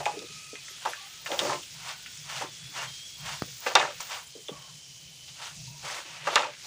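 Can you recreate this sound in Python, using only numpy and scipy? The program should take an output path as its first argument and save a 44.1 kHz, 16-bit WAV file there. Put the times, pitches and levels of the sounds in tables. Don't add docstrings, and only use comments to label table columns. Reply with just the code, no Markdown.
import sys
import numpy as np
from scipy import signal
from scipy.fft import rfft, irfft, next_fast_len
from scipy.io import wavfile
from scipy.ndimage import uniform_filter1d

SR = 44100
rng = np.random.default_rng(int(sys.argv[2]) if len(sys.argv) > 2 else 0)


def output_pcm(signal):
    pcm = np.clip(np.atleast_2d(signal).T, -1, 1) * 32767
    wavfile.write(sys.argv[1], SR, np.round(pcm).astype(np.int16))


def volts_from_db(level):
    exponent = np.asarray(level, float) / 20
    return 10 ** exponent


N = 293916
TOP_HZ = 15550


def rms_one(x):
    return x / np.sqrt(np.mean(x ** 2) + 1e-20)


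def band(x, low_hz, high_hz, order):
    return signal.sosfilt(signal.butter(order, [low_hz, high_hz], "band", fs=SR, output="sos"), x)


def add(out, s, sound):
    i = round(s * SR)
    out[i:i + len(sound)] += sound[:N - i]


def in_time(rows):
    s, *columns = np.transpose(rows)
    return [np.interp(np.arange(N) / SR, s, c) for c in columns]


def swell(s, hold, db, rise_db_per_s, fall_db_per_s):
    t = np.arange(N) / SR - s
    below_db = np.maximum(-t * rise_db_per_s, (t - hold) * fall_db_per_s)
    return volts_from_db(db - np.clip(below_db, 0, 150))


def drift(rate):
    r = np.exp(-32 * np.pi * rate / SR)
    slow = signal.lfilter([1], [1, -2 * r, r * r], rng.standard_normal(N // 16 + 4002))[4000:]
    return np.interp(np.arange(N) / 16, np.arange(len(slow)), rms_one(slow))


def grains(per_s, spread_db):
    sizes = volts_from_db(spread_db * np.minimum(rng.exponential(1, N), 5)) * rng.choice([-1, 1], N)
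    return rms_one(sizes * (rng.random(N) < per_s / SR))


def coloured(x, spectrum, patchy_db, rate):
    size = next_fast_len(N)
    octave = np.log2(np.maximum(np.fft.rfftfreq(size, 1 / SR), 1))
    hz, db = np.transpose(spectrum)
    shaped = rfft(x, size) * volts_from_db(np.interp(octave, np.log2(hz), db)) * (octave < np.log2(TOP_HZ))
    shared = drift(rate / 3)
    out = np.zeros(N)
    for mid in np.arange(5, 14.5, 0.5):
        if hz[0] / 1.5 < 2 ** mid < hz[-1] * 1.5:
            part = irfft(shaped * np.clip(1 - 2 * abs(octave - mid), 0, 1), size)[:N]
            out += part * volts_from_db(patchy_db * (0.65 * shared + drift(rate)))
    return rms_one(out)


def resonate(x, hz, width):
    r = np.exp(-np.pi * width / SR)
    top = np.array([1, 0, -1]) * (1 - r * r) / 2
    return signal.lfilter(top, [1, -2 * r * np.cos(2 * np.pi * hz / SR), r * r], x)


# (frequency [Hz], bandwidth [Hz], level [dB])
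IRON_MODES = [(367, 97, -7), (492, 20.3, 0.5), (576.5, 46, -1), (797, 39, 4.5), (821, 54, 3.5),
              (966, 21, -1.5), (1063, 4.9, -7.5), (1180, 24, 1), (1313, 54, -4.5), (1603, 26, -1.5),
              (1750, 18, -1), (2040, 20, 0.5), (2070, 59, -12.5), (2528, 9.4, 5), (2777, 67, -4.5),
              (2730, 40, 4.5), (3220, 36, -6.5), (3690, 90, -13), (3660, 84, -1), (4240, 1000, -10.5),
              (5700, 86, -6), (6270, 36, -34), (6980, 260, -2.5)]


def iron(x, widen):
    return sum((-1) ** k * volts_from_db(db) * resonate(x, hz, width * widen)
               for k, (hz, width, db) in enumerate(IRON_MODES))


def narrow(hz, width):
    r = np.exp(-2 * np.pi * width / SR)
    draw = rng.standard_normal((2, 60000))[:, :len(hz) + 2000]
    slow = signal.lfilter([1], [1, -2 * r, r * r], draw[0] + 1j * draw[1])[2000:]
    slow = slow / abs(slow) ** 0.19
    hz = hz * (1 + 0.00345 * drift(5.9)[:len(hz)])
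    return rms_one(np.real(slow * np.exp(2j * np.pi * np.cumsum(hz) / SR)))


def flow_tones(rows):
    out = np.zeros(N)
    for s, length, first_hz, last_hz, width, db in rows:
        along = np.linspace(0, 1, round(length * SR))
        fade = np.clip(2.5 - 2.0 * abs(2 * along - 1), 0, 1)
        add(out, s, volts_from_db(db) * fade * narrow(first_hz + (last_hz - first_hz) * along, width))
    return out


def sagging(rows):
    return [(s, length, hz, hz * (1 - 0.03), width, db) for s, length, hz, width, db in rows]


def room_air():
    return volts_from_db(-66.0) * rms_one(band(rng.standard_normal(N), 220, 1300, order=1))


# (frequency [Hz], density [dB per Hz])
FLAME_SPECTRUM = [(25, -42), (60, -13.5), (100, -16.5), (135, 4), (170, -7.5), (230, -27.5), (400, -47)]
# (time [s], hold [s], level [dB])
GUSTS = [(0.0, 0.014, -49), (0.112, 0.28, -58.5), (.54, 0.089, -67), (0.867, .01, -62), (1.147, 0.25, -62),
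         (1.414, 0.11, -49.5), (1.73, 0.31, -58), (2.174, 0.35, -52.5), (2.637, .01, -45.5),
         (2.782, 0.12, -51.5), (3.233, 0.091, -47), (3.472, 0.068, -54), (3.785, 0.03, -49.5),
         (3.954, 0.043, -56.5), (4.16, 0.25, -67.5), (4.578, 0.0089, -53.5), (4.717, 0.022, -51.5),
         (4.897, 0.24, -57.5), (5.141, 0.32, -63), (5.576, 0.12, -42), (5.79, 0.061, -49.5),
         (6.233, .01, -60), (6.35, .01, -57), (6.45, 0.18, -65)]


def flame():
    flutter = coloured(rng.standard_normal(N), FLAME_SPECTRUM, patchy_db=1.6, rate=9.0)
    gusts = [swell(*gust, rise_db_per_s=298, fall_db_per_s=200) for gust in GUSTS]
    return (np.max(gusts, axis=0) + volts_from_db(-106.5)) * flutter


# (time [s], length [s], pitch [Hz], bandwidth [Hz], level [dB])
HUMS = [
    (6.1, .33, 150, 18, -57.5),
    (0.1, .3, 195, 21, -63.5),
    (2.2, 0.39, 150, 11, -60),
]


def flame_hums():
    return flow_tones(sagging(HUMS))


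# (frequency [Hz], density [dB per Hz])
HISS_SPECTRUM = [(25, -23.5), (100, -9), (140, -8.5), (230, -18), (500, -28), (1300, -37), (2200, -13.5),
                 (2900, -9.5), (5300, -6.5), (6700, -7), (8100, -13), (11000, -22), (13000, -33),
                 (16000, -34.5)]
# (time [s], steam hiss [dB], thin top fizz [dB], low simmer [dB])
HEAT = [(0.0, -50, -65, -51.5), (0.55, -50, -68, -61), (0.91, -51.5, -62, -48.5), (1.2, -51, -60, -56.5),
        (1.43, -43, -50, -62), (1.6, -49.5, -62, -58), (2.78, -51, -63, -54), (3.05, -49.5, -64, -60),
        (3.22, -47, -59, -66), (3.42, -49.5, -59, -51), (3.65, -50.5, -51, -59), (3.88, -51, -59, -47.5),
        (4.06, -48, -51, -54), (4.32, -53.5, -66, -66), (5.15, -53.5, -68, -73), (5.95, -49, -65, -60),
        (6.37, -60.5, -78, -40.5), (6.66, -48.5, -63, -57)]


def sizzle():
    hiss_db, fizz_db, simmer_db = in_time(HEAT)
    hiss = coloured(grains(14000, 2.6), HISS_SPECTRUM, patchy_db=1.5, rate=9.9)
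    fizz_spectrum = [(13400, -33), (14300, -17), (14900, -14), (15500, -1.5)]
    fizz = coloured(grains(9000, 6.3), fizz_spectrum, patchy_db=2.0, rate=60.0)
    simmer = rms_one(band(grains(5000, 3.8), 1400, 3670, order=2))
    return volts_from_db(hiss_db + 3.5) * hiss + volts_from_db(fizz_db + 2.0) * fizz + volts_from_db(simmer_db) * simmer


# (time [s], length [s], first pitch [Hz], last pitch [Hz], level [dB])
WHISTLES = [(0.104, 0.49, 1250, 1290, -59), (0.627, 0.16, 1300, 1270, -62), (0.967, 0.09, 1130, 1145, -55),
            (1.004, 0.088, 805, 802, -58.5), (1.051, 0.17, 1266, 1295, -62),
            (1.76, 0.39, 1502, 1480, -61.5), (2.464, 0.12, 3500, 3340, -54), (2.591, .17, 3380, 3430, -51),
            (2.752, 0.47, 7850, 7840, -61), (2.765, 0.071, 2700, 2900, -44),
            (2.87, 0.14, 3190, 3220, -48.5), (3.006, 0.067, 3280, 3350, -47.5),
            (3.075, 0.1, 3280, 3390, -51), (3.189, 0.078, 3250, 3240, -52.5), (3.38, 0.19, 3450, 3410, -57),
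            (4.52, 0.066, 1150, 1120, -52), (4.599, 0.11, 1100, 1054, -61), (5.498, 0.37, 2600, 2625, -65),
            (5.553, 0.072, 687, 687, -66.5), (5.675, 0.13, 940, 968, -59.5), (5.71, 0.044, 643, 634, -65.5),
            (5.516, 0.42, 6400, 6480, -62), (4.53, .12, 11850, 11700, -82), (4.68, 0.12, 11950, 11900, -80),
            (4.822, 0.19, 11800, 11900, -81.5), (5.11, .11, 13100, 12670, -77),
            (5.1, .11, 12200, 12000, -77), (5.24, .12, 11650, 11600, -80), (5.52, 0.18, 11600, 11200, -83)]
# (time [s], length [s], pitch [Hz], bandwidth [Hz], level [dB])
LEAKS = [
    (0, 0.64, 2574, 130, -54.5),
    (0.6, 0.64, 3323, 440, -53.5),
    (0.697, 0.026, 12600, 460, -58),
    (0.887, 0.028, 11300, 660, -52),
    (2.006, 0.28, 3430, 190, -56),
    (4.19, 0.12, 12400, 500, -71.5),
    (4.18, 0.4, 3180, 96, -58),
    (4.479, 0.029, 3470, 85, -44.5),
    (4.504, 1, 3090, 111, -56.5),
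    (6.033, 0.24, 2707, 400, -52),
]


def steam_whistles():
    thin = [(s, length, first, last, 22.0 + 0.006 * first, db) for s, length, first, last, db in WHISTLES]
    return flow_tones(thin + sagging(LEAKS))


# (time [s], peak level [dB], suck [s], push [s], swing [s])
POP = [
    (3.4215, -16, 0.00059, 0.0011, 0.009),
]


def oil_blister():
    out, t = np.zeros(N), np.arange(5000) / SR
    for s, db, suck, shove, swing in POP:
        add(out, s - suck, -0.6 * volts_from_db(db) * np.sin(np.pi * t / suck) * (t < suck))
        tears = abs(np.sin(2 * np.pi * t / shove)) * (t < shove)
        add(out, s, volts_from_db(db) * tears * (0.76 + 0.29 * np.cos(2 * np.pi * 4600 * t)))
        back = np.sin(2 * np.pi * t / swing + 1.2) * np.exp(-t / 0.0041)
        add(out, s + 1.8 * shove, -0.4 * volts_from_db(db) * back)
    return out


# (time [s], peak level [dB])
SHUDDERS = [
    (1.39, -61),
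    (3.756, -48),
    (3.99, -60),
    (6.357, -45),
]


def shudders():
    out, t = np.zeros(N), np.arange(8000) / SR
    for s, db in SHUDDERS:
        add(out, s, volts_from_db(db) * np.sin(2 * np.pi * 45.0 * t) * np.exp(-t / 0.019))
    return out


# (time [s], peak level [dB], pitch [Hz], shake [s])
THUDS = [(0.002, -24.5, 777, 0.023), (0.06, -14, 837, 0.022), (0.135, -36, 443, 0.036),
         (0.168, -30.5, 411, 0.021), (0.217, -31.5, 484, 0.015), (0.238, -35, 382, 0.0046),
         (0.297, -48, 435, 0.009), (0.528, -32.5, 408, 0.0081), (0.702, -51, 420, 0.012),
         (0.855, -26.5, 850, 0.022), (1.32, -21, 540, 0.0028), (1.44, -28, 550, 0.011),
         (1.498, -25, 1030, 0.037), (2.413, -24, 910, 0.0092), (2.44, -34, 1006, 0.018),
         (2.43, -35.5, 368, 0.028), (1.539, -36.5, 355, 0.032), (1.41, -30, 347, 0.054),
         (1.47, -32, 364, 0.036), (2.69, -52, 302, .02), (6.05, -48.5, 330, 0.023),
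         (3.469, -47, 480, 0.018), (4.35, -35.5, 429, 0.023), (4.488, -27, 495, 0.011),
         (4.509, -33.5, 254, 0.011)]


def thuds():
    out, t = np.zeros(N), np.arange(5000) / SR
    for s, db, hz, shake in THUDS:
        push = rng.standard_normal(len(t)) * np.exp(-t / shake) * (1 - np.exp(-t / 0.0015))
        push = band(push, 0.5 * hz, 1.34 * hz, order=2)
        pair = resonate(push, hz, 37.0) + 0.5 * resonate(push, 0.887 * hz, 126.0)
        add(out, s, volts_from_db(db - 2.5) * pair / np.max(abs(pair)))
    return out


# (time of full speed [s], glide [s], crust skid [dB], iron rumble [dB], rise [dB per s])
SHOVES = [(0.826, 0.0099, -46.5, -62, 598), (1.297, .015, -49, -33.5, 500), (1.47, 0.068, -37, -27, 98),
          (1.88, 0.03, -36.5, -53, 181), (2.297, 0.13, -37.5, -57, 446), (2.769, 0.069, -35.5, -41.5, 450),
          (3.266, 0.078, -38, -51, 267), (3.64, 0.024, -42.5, -52, 400), (4.119, 0.056, -38, -46, 189),
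          (4.56, .14, -56.5, -68, 200), (5.428, 0.038, -37, -48, 287.5), (5.851, 0.14, -36.5, -40.5, 548),
          (6.06, 0.19, -49.5, -53, 300), (6.32, .035, -34, -50, 298), (6.265, .005, -36, -39, 400),
          (6.66, .01, -45, -54, 600)]
# (time [s], skid [dB], rumble [dB], skid fade [dB per s], rumble fade [dB per s])
JOLTS = [(0.0, -41, -20.5, 350, 800), (0.063, -39.5, -26, 240, 250), (0.553, -55, -66, 150, 300),
         (0.685, -58, -65, 450, 200), (0.854, -36, -23, 171, 317), (1.261, -32.5, -45, 300, 100),
         (1.317, -32, -25, 280, 130), (1.392, -25.5, -24.5, 450, 69), (2.058, -60, -73, 120, 100),
         (2.41, -42, -27, 257, 313), (3.663, -32, -22, 112, 223), (3.753, -16, -14, 227, 140),
         (4.002, -34.5, -39.5, 430.5, 341), (4.486, -61, -39.5, 45, 163), (5.28, -53, -70, 157, 190),
         (6.271, -33, -24, 59, 124), (6.357, -23, -17, 203, 159)]


def motion():
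    slowing_db_per_s, steeper = 278, 1.37
    skids, rumbles = [], []
    for s, glide, skid_db, rumble_db, rise in SHOVES:
        skids.append(swell(s, glide, skid_db, rise, slowing_db_per_s))
        rumbles.append(swell(s, glide, rumble_db, steeper * rise, steeper * slowing_db_per_s))
    ends = [jolt[0] for jolt in JOLTS[1:]] + [N / SR]
    for (s, skid_db, rumble_db, skid_fade, rumble_fade), end in zip(JOLTS, ends):
        moving = swell(s, 0.15, 0, SR, 296) * swell(0, end, 0, SR, SR)
        skids.append(moving * swell(s, 0, skid_db, SR, skid_fade))
        rumbles.append(moving * swell(s, 0, rumble_db, SR, rumble_fade))
    return np.max(skids, axis=0), np.max(rumbles, axis=0)


# (frequency [Hz], density [dB per Hz])
SKID_SPECTRUM = [(150, -74), (300, -46), (630, -6), (940, 0), (1760, -9.5), (2710, -9), (6470, -7.5),
                 (9000, -18), (12800, -33), (15000, -23.5), (16000, -52)]


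def slides():
    press, rumble = uniform_filter1d(motion(), size=150)
    light = volts_from_db(-35.5) * np.tanh(press / volts_from_db(-30.0))
    skid = coloured(grains(6000, 2.05), SKID_SPECTRUM, patchy_db=1.5, rate=36.0)
    grit = band(skid, 1220, 4030, order=2)
    ringing = rms_one(rms_one(iron(grit, widen=0.51)) + 1.86 * rms_one(grit))
    catches = band(grains(2000, 4.3) * volts_from_db(0.42 * drift(69.0)), 380, 935, order=1)
    out = volts_from_db(4.0) * light * (skid + volts_from_db(-16.5) * ringing)
    out += volts_from_db(-3.5) * (press - light) * ringing
    return out + volts_from_db(-7.5) * rumble * rms_one(iron(catches, widen=1.66))


# (time [s], peak level [dB], pitch [Hz], contact [s])
BOUNCES = [(0.851, -24, 790, .003), (0.859, -16.5, 970, 0.0027), (0.866, -22, 730, 0.0024),
           (0.872, -23, 920, 0.0022), (0.877, -30, 1500, .002), (0.888, -33, 696, 0.0039),
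           (0.905, -34, 2100, .002), (1.265, -22, 2520, 0.00088), (1.275, -35, 1600, .002),
           (1.316, -23, 3100, .0015), (1.33, -32, 560, 0.012), (1.394, -19, 2970, .002),
           (1.405, -27, 3300, .006), (1.423, -27, 560, .006), (1.454, -30, 590, 0.0041),
           (1.466, -23, 1130, .005), (1.481, -36, 597, 0.0044), (1.495, -17.5, 990, .005),
           (1.521, -23, 1020, .005), (1.53, -20.5, 1910, .004), (1.554, -31, 1900, .003),
           (3.737, -31, 7400, .001), (3.759, -7, 1290, 0.0026), (3.765, -16, 800, .002),
           (3.781, -25.5, 800, 0.0044), (3.79, -23.5, 3500, .002), (3.796, -21, 3600, .002),
           (3.801, -12.5, 800, 0.0037), (3.812, -13, 2000, 0.0057), (3.823, -27, 3500, 0.0017),
           (3.828, -15, 1250, 0.0072), (3.849, -20.5, 890, .004), (3.857, -27, 1600, 0.0026),
           (3.878, -28.5, 1500, 0.0033), (6.28, -27, 1100, .003), (6.286, -19, 900, .003),
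           (6.297, -28, 1000, .003), (6.304, -27, 2500, .003), (6.364, -6, 1000, 0.0009),
           (6.375, -9, 1540, 0.0034), (6.378, -26, 2980, .002), (6.394, -14, 3500, .0008),
           (6.401, -18, 920, 0.0045), (6.422, -16, 3250, 0.00087), (6.431, -17.5, 1260, 0.0032),
           (6.444, -29, 2560, 0.0027), (6.449, -23, 780, 0.0045)]


def bounces():
    out, t = np.zeros(N) + 1e-18, np.arange(3000) / SR
    for s, db, hz, contact in BOUNCES:
        width = 0.45 * hz
        hit = resonate(rng.standard_normal(len(t)) * np.exp(-t / contact), hz, width)
        hit = resonate(hit, hz, 2 * width)
        add(out, s, volts_from_db(db) * hit / np.max(abs(hit)))
    out = band(out, 250, 9700, order=3)
    return volts_from_db(-4.0) * out + volts_from_db(1.5) * iron(out, widen=1.6)


# (time [s], body level [dB], tick level [dB], tick pitch [Hz], contact [s])
BLOWS = [(0.056, -20, -27.5, 2460, 0.0048), (0.062, -23, -37, 2500, 0.0035),
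         (0.852, -13, -40, 3240, 0.0033), (0.934, -22, -32, 1600, 0.0017), (1.26, -25, -34, 1910, 0.0051),
         (1.315, -35, -36, 3250, 0.005), (1.391, -32, -26.5, 3340, 0.0076), (2.409, -18, -52, 2500, 0.0045),
         (3.664, -5.5, -39.5, 2450, 0.0031), (3.753, 5.5, -13.5, 3500, 0.0043),
         (3.902, -29, -50, 3070, 0.0089), (4.005, -42, -42, 6900, 0.0083),
         (4.484, -30, -43.5, 3470, 0.0056), (6.269, -5.5, -45, 3200, 0.0041),
         (6.357, 3.5, -15.5, 3470, 0.0034)]
# (time [s], tick level [dB], tick pitch [Hz])
TOUCHES = [(0.191, -44, 3990), (0.555, -43, 2280), (0.683, -44, 1800), (1.631, -45, 3300),
           (2.061, -41.5, 2400), (2.174, -53, 6700), (3.58, -52.5, 11000), (4.27, -56.5, 7400),
           (5.279, -51, 4070), (5.285, -52, 4530), (5.29, -52, 3120), (5.844, -56, 2340)]


def knocks():
    chatter, ticks, t = np.zeros(N) + 1e-18, np.zeros(N), np.arange(1500) / SR
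    light = [(s, db - 11, db, hz, 0.0062) for s, db, hz in TOUCHES]
    for s, db, tick_db, tick_hz, contact in sorted(BLOWS + light):
        burst = rng.standard_normal((2, len(t)))
        add(chatter, s, volts_from_db(db) * burst[0] * np.exp(-t / contact) * (1 - np.exp(-t / 0.00082)))
        tick = volts_from_db(tick_db) * burst[1] * np.exp(-t / (0.63 * contact))
        add(ticks, s, volts_from_db(19.0) * resonate(tick, tick_hz, 0.28 * tick_hz) + 0.18 * tick)
    chatter = band(chatter, 627, 1800, order=2)
    crack = volts_from_db(-31.0) * band(ticks, 7520, 16000, order=2)
    ticks = band(ticks, 1220, 9400, order=2)
    ringing = volts_from_db(7.5) * iron(chatter, widen=2.0) + volts_from_db(6.5) * iron(ticks, widen=0.81)
    return crack + ringing + volts_from_db(1.5) * ticks


def kitchen(x):
    t60_s = 0.35
    size = next_fast_len(N + SR)
    hz = np.fft.rfftfreq(size, 1 / SR)
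    response = 0
    for k, lag in enumerate(rng.uniform(0.008, 0.025, 10)):
        once = volts_from_db(-60 * lag / t60_s * (3.5 + hz / 5000)) * np.exp(-2j * np.pi * hz * lag)
        response = response + (-1) ** k * once / (1 - once)
    return irfft(rfft(x, size) * response, size)[:N]


def scene():
    air = room_air()
    griddle = knocks() + bounces() + shudders() + thuds() + oil_blister() + slides()
    room = volts_from_db(-14.5) * kitchen(griddle)
    heat = sizzle() + flame() + steam_whistles() + flame_hums()
    return (griddle + room + heat + air)[None]


def duck(x):
    power = x ** 2
    for lag_s in (0.006, 0.06):
        r = np.exp(-1 / (lag_s * SR))
        power = signal.lfilter([1 - r], [1, -r], power)
    over_db = np.maximum(10 * np.log10(power + 1e-12) + 33, 0)
    treble = signal.sosfiltfilt(signal.butter(4, 8600, "high", fs=SR, output="sos"), x)
    return x - treble * (1 - volts_from_db(-0.6 * over_db))


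def low_pass(x):
    return signal.sosfilt(signal.butter(12, 16870, fs=SR, output="sos"), x)


def record(dry):
    heard = signal.sosfilt(signal.cheby2(10, 30, TOP_HZ + 250, fs=SR, output="sos"), duck(dry))
    rounded = heard / (1 + (heard / 1.1) ** 4) ** 0.2
    return low_pass(rounded)


dry = scene()
out = record(dry)
output_pcm(out)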